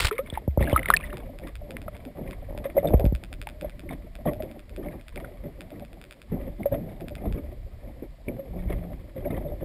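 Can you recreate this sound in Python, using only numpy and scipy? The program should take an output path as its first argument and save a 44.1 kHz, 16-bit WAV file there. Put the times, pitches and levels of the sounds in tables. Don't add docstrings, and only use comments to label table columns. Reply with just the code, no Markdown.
import sys
import numpy as np
from scipy import signal
from scipy.io import wavfile

SR = 44100
rng = np.random.default_rng(int(sys.argv[2]) if len(sys.argv) > 2 else 0)


def generate_wav(sig):
    pcm = np.round(np.clip(np.atleast_2d(sig).T, -1, 1) * 32767).astype(np.int16)
    wavfile.write(sys.argv[1], SR, pcm)


N = 425124

# (time [s], peak level [dB], pitch [Hz], 60 dB decay [s])
SINGLE_BUBBLES = [(.111, -19.5, 1290, 0.015), (.114, -22.5, 400, 0.13), (.181, -23.5, 2180, 0.022),
                  (.19, -18.5, 511, 0.076), (.187, -28, 1195, 0.058), (.301, -29, 3390, 0.015),
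                  (.374, -18.5, 850, 0.022), (.626, -23.5, 1910, 0.018), (.674, -25.5, 1630, 0.035),
                  (.697, -27, 2080, .018), (.731, -28.5, 3030, 0.023), (.761, -8.5, 1260, 0.041),
                  (.777, -20, 2060, 0.013), (.792, -20.5, 2030, 0.015), (.831, -24, 2050, 0.012),
                  (.858, -18, 2080, 0.014), (.886, -17, 1900, 0.014), (0.9023, 1.5, 1204, 0.006),
                  (.908, -20, 1430, 0.026), (.938, -5, 1755, 0.028), (.965, -16, 4280, 0.0045),
                  (.969, -13, 2490, 0.012), (1.009, -32, 2400, 0.024), (1.039, -29, 1950, 0.038),
                  (1.129, -28, 1250, 0.0076), (1.768, -22, 2030, 0.0029), (1.88, -30.5, 1280, .02),
                  (1.881, -26.5, 608, 0.034), (2.654, -20.5, 546, 0.078), (2.767, -12, 576, 0.09),
                  (2.778, -7, 570, 0.059), (2.784, -28, 2050, 0.02), (2.853, -19, 620, 0.035),
                  (2.873, -32.5, 3580, 0.031), (3.471, -27.5, 860, 0.018), (3.471, -24, 2180, 0.0024),
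                  (3.645, -22.5, 594, 0.05), (3.891, -32, 2150, 0.017), (4.402, -24.5, 607, 0.06),
                  (4.885, -37, 2170, 0.016), (5.175, -31.5, 2190, 0.01), (5.245, -33.5, 1440, 0.019),
                  (6.632, -33.5, 2174, 0.018), (6.657, -13, 565, 0.066), (8.284, -29, 2290, 0.021),
                  (8.393, -29, 545, 0.13)]
# (time [s], throb level [dB], final throb pitch [Hz], knock level [dB])
AIR_POCKETS = [(0.325, -24, 66.4, -29), (0.477, -13.5, 69, -20.5), (0.574, -10.5, 62, -10.5),
               (.608, -12.5, 61, -12), (.728, -11.5, 62.3, -8), (2.939, -5, 59.6, -8),
               (3.0408, -10.5, 54.6, -20), (3.0602, -11, 53.7, -21), (3.123, -14.5, 62, -30)]
BUBBLE_SWELL_CYCLES = 0.8


def from_db(db):
    return 10 ** (np.asarray(db) / 20)


def rms_one(x):
    return x / np.sqrt(np.mean(x ** 2) + 1e-20)


def in_time(rows):
    s, *columns = np.transpose(rows)
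    return [np.interp(np.arange(N) / SR, s, column) for column in columns]


def at_hz(colour, hz):
    f, db = np.transpose(colour)
    return from_db(np.interp(np.log(hz), np.log(f), db))


def cut(x, hz, kind, order=2):
    sos = signal.butter(order, np.clip(hz, 10, 0.45 * SR), kind, fs=SR, output="sos")
    return signal.sosfilt(sos, x + 1e-18)


def drift(rate_hz):
    r = np.exp(-80 * np.pi * rate_hz / SR)
    white = rng.standard_normal(N // 40 + 2002)
    slow = signal.lfilter([1], [1, -2 * r, r * r], white)[2000:]
    return np.interp(np.arange(N) / 40, np.arange(len(slow)), rms_one(slow))


def resonate(x, hz, width_hz):
    r = np.exp(-np.pi * width_hz / SR)
    numerator = np.array([1, 0, -1]) * (1 - r * r) / 2
    return signal.lfilter(numerator, [1, -2 * r * np.cos(2 * np.pi * hz / SR), r * r], x + 1e-18)


def ping(hz, t60, rise=0, swell_cycles=0.1):
    t = np.arange(int(1.5 * t60 * SR) + 2) / SR
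    turns = np.cumsum(hz * 2 ** (rise * t)) / SR
    onset = 1 - np.exp(-turns / swell_cycles)
    return np.sin(2 * np.pi * turns) * from_db(-60 * t / t60) * onset


def add(track, s, sound):
    i = int(np.clip(round(s * SR), 0, N - 1))
    track[i:i + len(sound)] += sound[:N - i]


def swell(start_s, length_s, attack_s, release_s):
    out = np.zeros(N)
    t = np.arange(int((length_s + 8 * release_s) * SR)) / SR
    release = np.exp(-np.maximum(t - length_s, 0) / release_s)
    add(out, start_s, (1 - np.exp(-t / attack_s)) * release)
    return out


def surges(per_s=45, fade_s=0.0066, spread_db=11.5, calm=0.14):
    sizes = rng.random(N) < per_s / SR
    kicks = sizes * from_db(spread_db * np.clip(rng.standard_normal(N), -2, 2))
    return calm + signal.lfilter([1], [1, -np.exp(-1 / (fade_s * SR))], kicks + 1e-18)


def grains(colour, per_s, spread_db, sharpness, clumping, count=20):
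    at = np.flatnonzero(rng.random(N) < per_s / SR)
    sizes = from_db(spread_db * np.minimum(rng.exponential(1, len(at)), np.pi))
    sizes = sizes * surges()[at] ** clumping * rng.choice([-1, 1], len(at))
    dealt = rng.integers(0, count, len(at))
    out = np.zeros(N)
    for k, hz in enumerate(np.geomspace(colour[0][0], colour[-1][0], count)):
        clicks = np.zeros(N)
        clicks[at[dealt == k]] = sizes[dealt == k]
        ringing = resonate(resonate(clicks, hz, hz / sharpness), hz, hz / 2)
        out += at_hz(colour, hz) * np.sqrt(hz) * rms_one(ringing)
    return rms_one(out)


def smooth_noise(colour, count=8):
    edges = np.geomspace(colour[0][0], colour[-1][0], count + 1)
    out = np.zeros(N)
    for lo, hi in zip(edges, edges[1:]):
        band = cut(rng.standard_normal(N), [lo, hi], "band")
        out += at_hz(colour, np.sqrt(lo * hi)) * band
    return rms_one(out)


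def housing(x, boom):
    air_hz, width_hz, wander_hz, wanders_per_s = 570, 33, 29.4, 5.6
    hz = air_hz + wander_hz * drift(wanders_per_s)[:len(x)]
    turning = np.exp(2j * np.pi * np.cumsum(hz) / SR)
    r = np.exp(-np.pi * width_hz / SR)
    boomed = turning * signal.lfilter([1 - r], [1, -r], x / turning)
    return x + boom * 2 * np.real(boomed)


def bubbles():
    out = np.zeros(N)
    for s, db, hz, t60 in SINGLE_BUBBLES:
        octaves_per_s = 7 * np.exp(-s / 1.3)
        tone = ping(hz, t60, octaves_per_s, swell_cycles=BUBBLE_SWELL_CYCLES)
        add(out, s, from_db(db) * tone / np.abs(tone).max())
    return out + 0.027 * cut(out ** 2, 1800, "high")


def slaps():
    # (pitch [Hz], relative level [dB], 60 dB decay [s])
    case_modes = [(356, -2, 0.017), (570, 1, 0.022), (782, -8, 0.015)]
    # (time [s], level [dB])
    small_pockets = [(2.507, -26), (2.526, -30), (2.549, -25), (2.578, -25.5), (2.906, -17.5), (3.017, -21)]
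    throb_t60_s, drop_hz, drop_s = 0.19, 400, 0.003
    out, t = np.zeros(N), np.arange(SR // 4) / SR
    for s, db, hz, _ in AIR_POCKETS:
        turns = hz * t + drop_hz * drop_s * (1 - np.exp(-t / drop_s))
        onset = 1 - np.exp(-2 * turns)
        add(out, s, from_db(db - 60 * t / throb_t60_s) * np.sin(2 * np.pi * turns) * onset)
    blows = [(s, knock_db) for s, _, _, knock_db in AIR_POCKETS] + list(small_pockets)
    chances_db = rng.standard_normal((len(blows), len(case_modes)))
    for (s, db), chance_db in zip(blows, chances_db):
        for (mode_hz, mode_db, t60), luck_db in zip(case_modes, chance_db):
            add(out, s, -from_db(db + mode_db + luck_db) * ping(mode_hz, t60, swell_cycles=0.27))
    return cut(out, 900, "low", order=3)


def shower(count=100):
    start_s, peak_s, end_s = 0.59, 0.65, 1.17
    level_db, spread_db = -37, 4
    middle_hz, spread_octaves, ring_cycles = 2150, 0.5, 26
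    out = np.zeros(N)
    times = rng.triangular(start_s, peak_s, end_s, count)
    chances = np.clip(rng.standard_normal((count, 2)), -2, 2)
    for s, (size, luck) in zip(times, chances):
        hz = middle_hz * 2 ** (spread_octaves * size)
        chirp = ping(hz, ring_cycles / hz, rise=5, swell_cycles=BUBBLE_SWELL_CYCLES)
        add(out, s, from_db(level_db + spread_db * luck) * chirp)
    return out


def spray(spraying):
    # (frequency [Hz], relative level [dB])
    drop_colour = [(300, -5.5), (700, -8.5), (1300, -3.5), (1900, -1), (2800, -6), (3600, -3.5),
                   (5200, -15)]
    return spraying * grains(drop_colour, per_s=4600, spread_db=0.5, sharpness=3.2, clumping=0.35, count=14)


def water_motion():
    # (time [s], relative level [dB])
    current_curve = [(0, -43.5), (.5, -40.5), (.6, -36.5), (.88, -36), (1.3, -38), (2.3, -43), (2.4, -32),
                     (2.66, -38.5), (3, -23.5), (3.28, -37.5), (5.88, -44), (6.26, -55.5), (6.32, -32.5),
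                     (7.2, -42.5), (7.28, -26.5), (7.5, -37), (8.44, -43.5), (8.5, -32.5), (8.78, -28),
                     (9.14, -44.5), (9.2, -33), (9.64, -36.5)]
    # (start [s], length [s], churn level [dB], fizz level [dB])
    wavelets = [(0.092, 0.094, -53, -48), (0.228, 0.16, -46.5, -51.5), (0.588, 0.08, -25.5, -40.5),
                (0.684, 0.11, -33.5, -37), (0.856, 0.12, -38, -40.5), (1.009, 0.17, -42, -47),
                (1.41, 0.072, -40.5, -49.5), (1.911, 0.03, -41, -55), (2.15, 0.17, -37, -54.5),
                (2.637, 0.021, -32, -35.5), (2.749, 0.18, -31, -48), (3.878, 0.061, -35.5, -47.5),
                (4.252, 0.036, -26, -42), (4.346, .11, -38, -66), (4.819, 0.14, -36, -49),
                (5.133, 0.15, -40, -56), (5.427, 0.022, -34.5, -52.5), (5.737, 0.097, -41.5, -62.5),
                (6.437, 0.055, -38.5, -70), (6.578, 0.059, -36.5, -48), (6.714, 0.026, -23.5, -38),
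                (6.885, 0.17, -41, -66), (7.152, 0.093, -38.5, -58), (7.247, 0.13, -37, -54.5),
                (8.261, 0.096, -35, -59), (8.503, 0.12, -41, -54.5), (8.685, 0.088, -34.5, -52.5),
                (9.148, 0.11, -34, -53.5), (9.296, 0.075, -33, -48.5), (9.4, 0.14, -39, -61.5),
                (9.595, 0.037, -34.5, -55)]
    # (start [s], length [s], level [dB])
    splats = [(0, 0.0049, -17), (0.013, 0.045, -26.5), (0.046, 0.0065, -19.5), (0.066, 0.0041, -20.5),
              (0.081, 0.0036, -28)]
    current_db, = in_time(current_curve)
    wash_db = 0.4 * (current_db - current_db.mean()) + 3.5 * drift(2.7)
    churning, fizzing, spraying = np.zeros(N), np.zeros(N), np.zeros(N)
    attack_s = 0.011
    for s, length, churn_db, fizz_db in wavelets:
        release_s = 0.022 + 0.12 * length
        churning += from_db(churn_db) * swell(s, length, attack_s, release_s)
        fizzing += from_db(fizz_db) * swell(s, length, attack_s, 0.6 * release_s)
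    for s, length, db in splats:
        spraying += from_db(db) * swell(s, length, attack_s=0.0013, release_s=0.005)
    stirring = from_db(-8) * churning + from_db(-0.5) * spraying
    pushing = np.hypot(stirring, from_db(current_db - 2.5))
    churning = np.hypot(churning, from_db(-48.5 + wash_db))
    washing = from_db(-62.5 + 0.4 * wash_db)
    return pushing, churning, fizzing, washing, spraying


def flow(pushing, churning, shield_db=-8, shield_s=0.0037):
    # (frequency [Hz], relative level [dB])
    buffet_colour = [(18, -12.5), (30, -1.5), (52, 1), (75, -8), (110, -11), (160, -28)]
    churn_colour = [(100, 4), (180, 4), (260, 3.5), (350, 1), (440, -4.5), (540, -2.5), (630, 0), (760, -8),
                    (950, -28)]
    t = np.arange(N) / SR
    covers = [np.exp(-((t - s - shield_s / 2) / shield_s) ** 2) for s, *_ in AIR_POCKETS]
    wetted = from_db(shield_db * np.max(covers, axis=0))
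    buffet = pushing * from_db(2 * drift(13.0)) * smooth_noise(buffet_colour, count=6)
    collapses = grains(churn_colour, per_s=900, spread_db=2.4, sharpness=17.8, clumping=0.43)
    churn = churning * rms_one(housing(collapses, boom=1.7))
    strumming = swell(start_s=8.46, length_s=0.43, attack_s=0.038, release_s=0.076)
    hum = resonate(resonate(rng.standard_normal(N), 174.5, 7.8), 190, 30)
    strum = from_db(-42) * strumming * rms_one(hum)
    return wetted * (buffet + churn) + strum


def eddies():
    # (time [s], level [dB], centre [Hz], length [s])
    bursts = [(2.825, -30.5, 607, 0.086), (2.933, -18, 600, 0.011), (2.992, -29, 604, 0.052),
              (4.263, -26, 277, 0.026), (4.777, -33.5, 325, 0.027), (4.431, -31.5, 403, 0.0092),
              (6.317, -25.5, 195, 0.031), (6.72, -32.5, 536, 0.023), (6.787, -36, 182, 0.087),
              (7.353, -35.5, 274, 0.052), (8.022, -34, 285, 0.021), (8.278, -30, 264, 0.028),
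              (8.699, -32.5, 455, 0.021), (9.322, -34.5, 390, 0.032)]
    out, t = np.zeros(N), np.arange(SR // 4) / SR
    noises = rng.standard_normal((len(bursts), 2, len(t)))
    for (s, db, hz, length), white in zip(bursts, noises):
        envelope = (1 - np.exp(-t / 0.0027)) * np.exp(-(t / length) ** 1.42)
        lumps = white * (np.abs(white) > 2)
        gurgle = housing(cut(resonate(lumps[0], hz, 0.39 * hz), 590, "low", order=4), boom=1.0)
        edge = resonate(resonate(lumps[1], 1970, 480), 1270, 1330)
        burst = envelope * (rms_one(gurgle) + from_db(-33.0) * rms_one(edge))
        loudness = np.sqrt(np.sum(burst ** 2) / (length * SR))
        add(out, s, from_db(db) * burst / loudness)
    return out


def fizz(fizzing, washing, wake_db=-28, surface_db=9, wake_s=0.0059):
    # (frequency [Hz], relative level [dB])
    fizz_colour = [(900, 2), (1150, 2), (1450, -9), (1800, 0.5), (2200, 4.5), (2700, -14.5), (3200, -10.5),
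                   (3650, -6), (4200, -41.5), (5200, -24.5)]
    shed, t = np.zeros(N), np.arange(SR // 8) / SR
    for s, db, _, _ in SINGLE_BUBBLES:
        shed_db = min(db, -20) + wake_db + surface_db * np.exp(-s / 2)
        add(shed, s, from_db(shed_db) * np.exp(-t / wake_s))
    near = grains(fizz_colour, per_s=1100, spread_db=2.0, sharpness=37, clumping=0.63, count=30)
    far = smooth_noise(fizz_colour, count=14)
    clouds = 0.58 * near + 0.49 * rms_one(surges() * far)
    return (fizzing + 0.5 * washing) * clouds + (shed + 0.56 * washing) * far


def ticks(first_gap=0.0094, rebound=0.93, loss_db=8.5, count=4):
    # (time [s], relative level [dB])
    strikes = [(0.6947, -47), (1.169, -48), (1.3861, -53), (1.4716, -53), (1.553, -50), (1.7058, -48),
               (1.8156, -54), (1.965, -56.5), (2.05, -54), (2.3082, -50.5), (2.575, -49.5), (2.8843, -52),
               (2.995, -48.5), (3.052, -48), (3.1493, -47), (3.2357, -48), (3.3268, -46.5), (3.414, -45.5),
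               (3.4876, -48.5), (3.6099, -48.5), (3.6945, -54.5), (3.7928, -52.5), (4.152, -52.5),
               (4.3328, -54), (4.4216, -50.5), (4.512, -57.5), (4.592, -56.5), (4.693, -58.5),
               (4.7613, -52.5), (5.01, -59), (5.081, -51), (5.1575, -48.5), (5.606, -48.5), (5.703, -58.5),
               (5.795, -58.5), (5.848, -58.5), (5.929, -59), (6.013, -54), (6.0384, -54), (6.108, -51),
               (6.1232, -53), (6.2157, -54), (7.0064, -56), (7.082, -48.5), (7.1516, -49), (7.3234, -51.5)]
    # (pitch [Hz], relative level [dB], 60 dB decay [s])
    tick_modes = [(1460, 7, 0.0058), (2480, 8, 0.0073), (3520, 3.5, 0.0071), (4900, -1.5, 0.0057)]
    clicks = np.zeros(N)
    for (s, db), chance in zip(strikes, rng.standard_normal((len(strikes), count))):
        gap, when = first_gap * np.exp(0.054 * chance[0]), s + 0.001423
        for k in range(count):
            luck_db = chance[k] * (k > 0)
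            add(clicks, when, from_db([db + 8.5 - k * loss_db + luck_db]))
            when, gap = when + gap, gap * rebound
    knock = np.zeros(N)
    for k, (hz, db, t60) in enumerate(tick_modes):
        knock += (-1) ** k * from_db(db) * signal.lfilter(ping(hz, t60), [1], clicks)
    return knock


def hiss():
    # (frequency [Hz], relative level [dB])
    hiss_colour = [(700, -11), (2500, -6.5), (5200, -10.5)]
    return from_db(-69.5) * smooth_noise(hiss_colour, count=5)


def scene():
    pushing, churning, fizzing, washing, spraying = water_motion()
    air = bubbles() + slaps() + shower()
    water = spray(spraying) + flow(pushing, churning) + eddies() + fizz(fizzing, washing)
    sound = air + water + ticks() + hiss()
    return np.array([sound, sound])


def record(dry):
    full_scale, mirror_hz = 0.85, 12000
    rounded = full_scale * np.tanh(dry / full_scale)
    band = cut(rounded, 5640, "low", order=12)
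    carrier = np.cos(2 * np.pi * mirror_hz * np.arange(N) / SR)
    mirror = 1.52 * np.diff(band, prepend=0) * carrier
    sound = band + cut(mirror, 14300, "low", order=8)
    return cut(sound, 15800, "low", order=16)


dry = scene()
out = record(dry)
generate_wav(out)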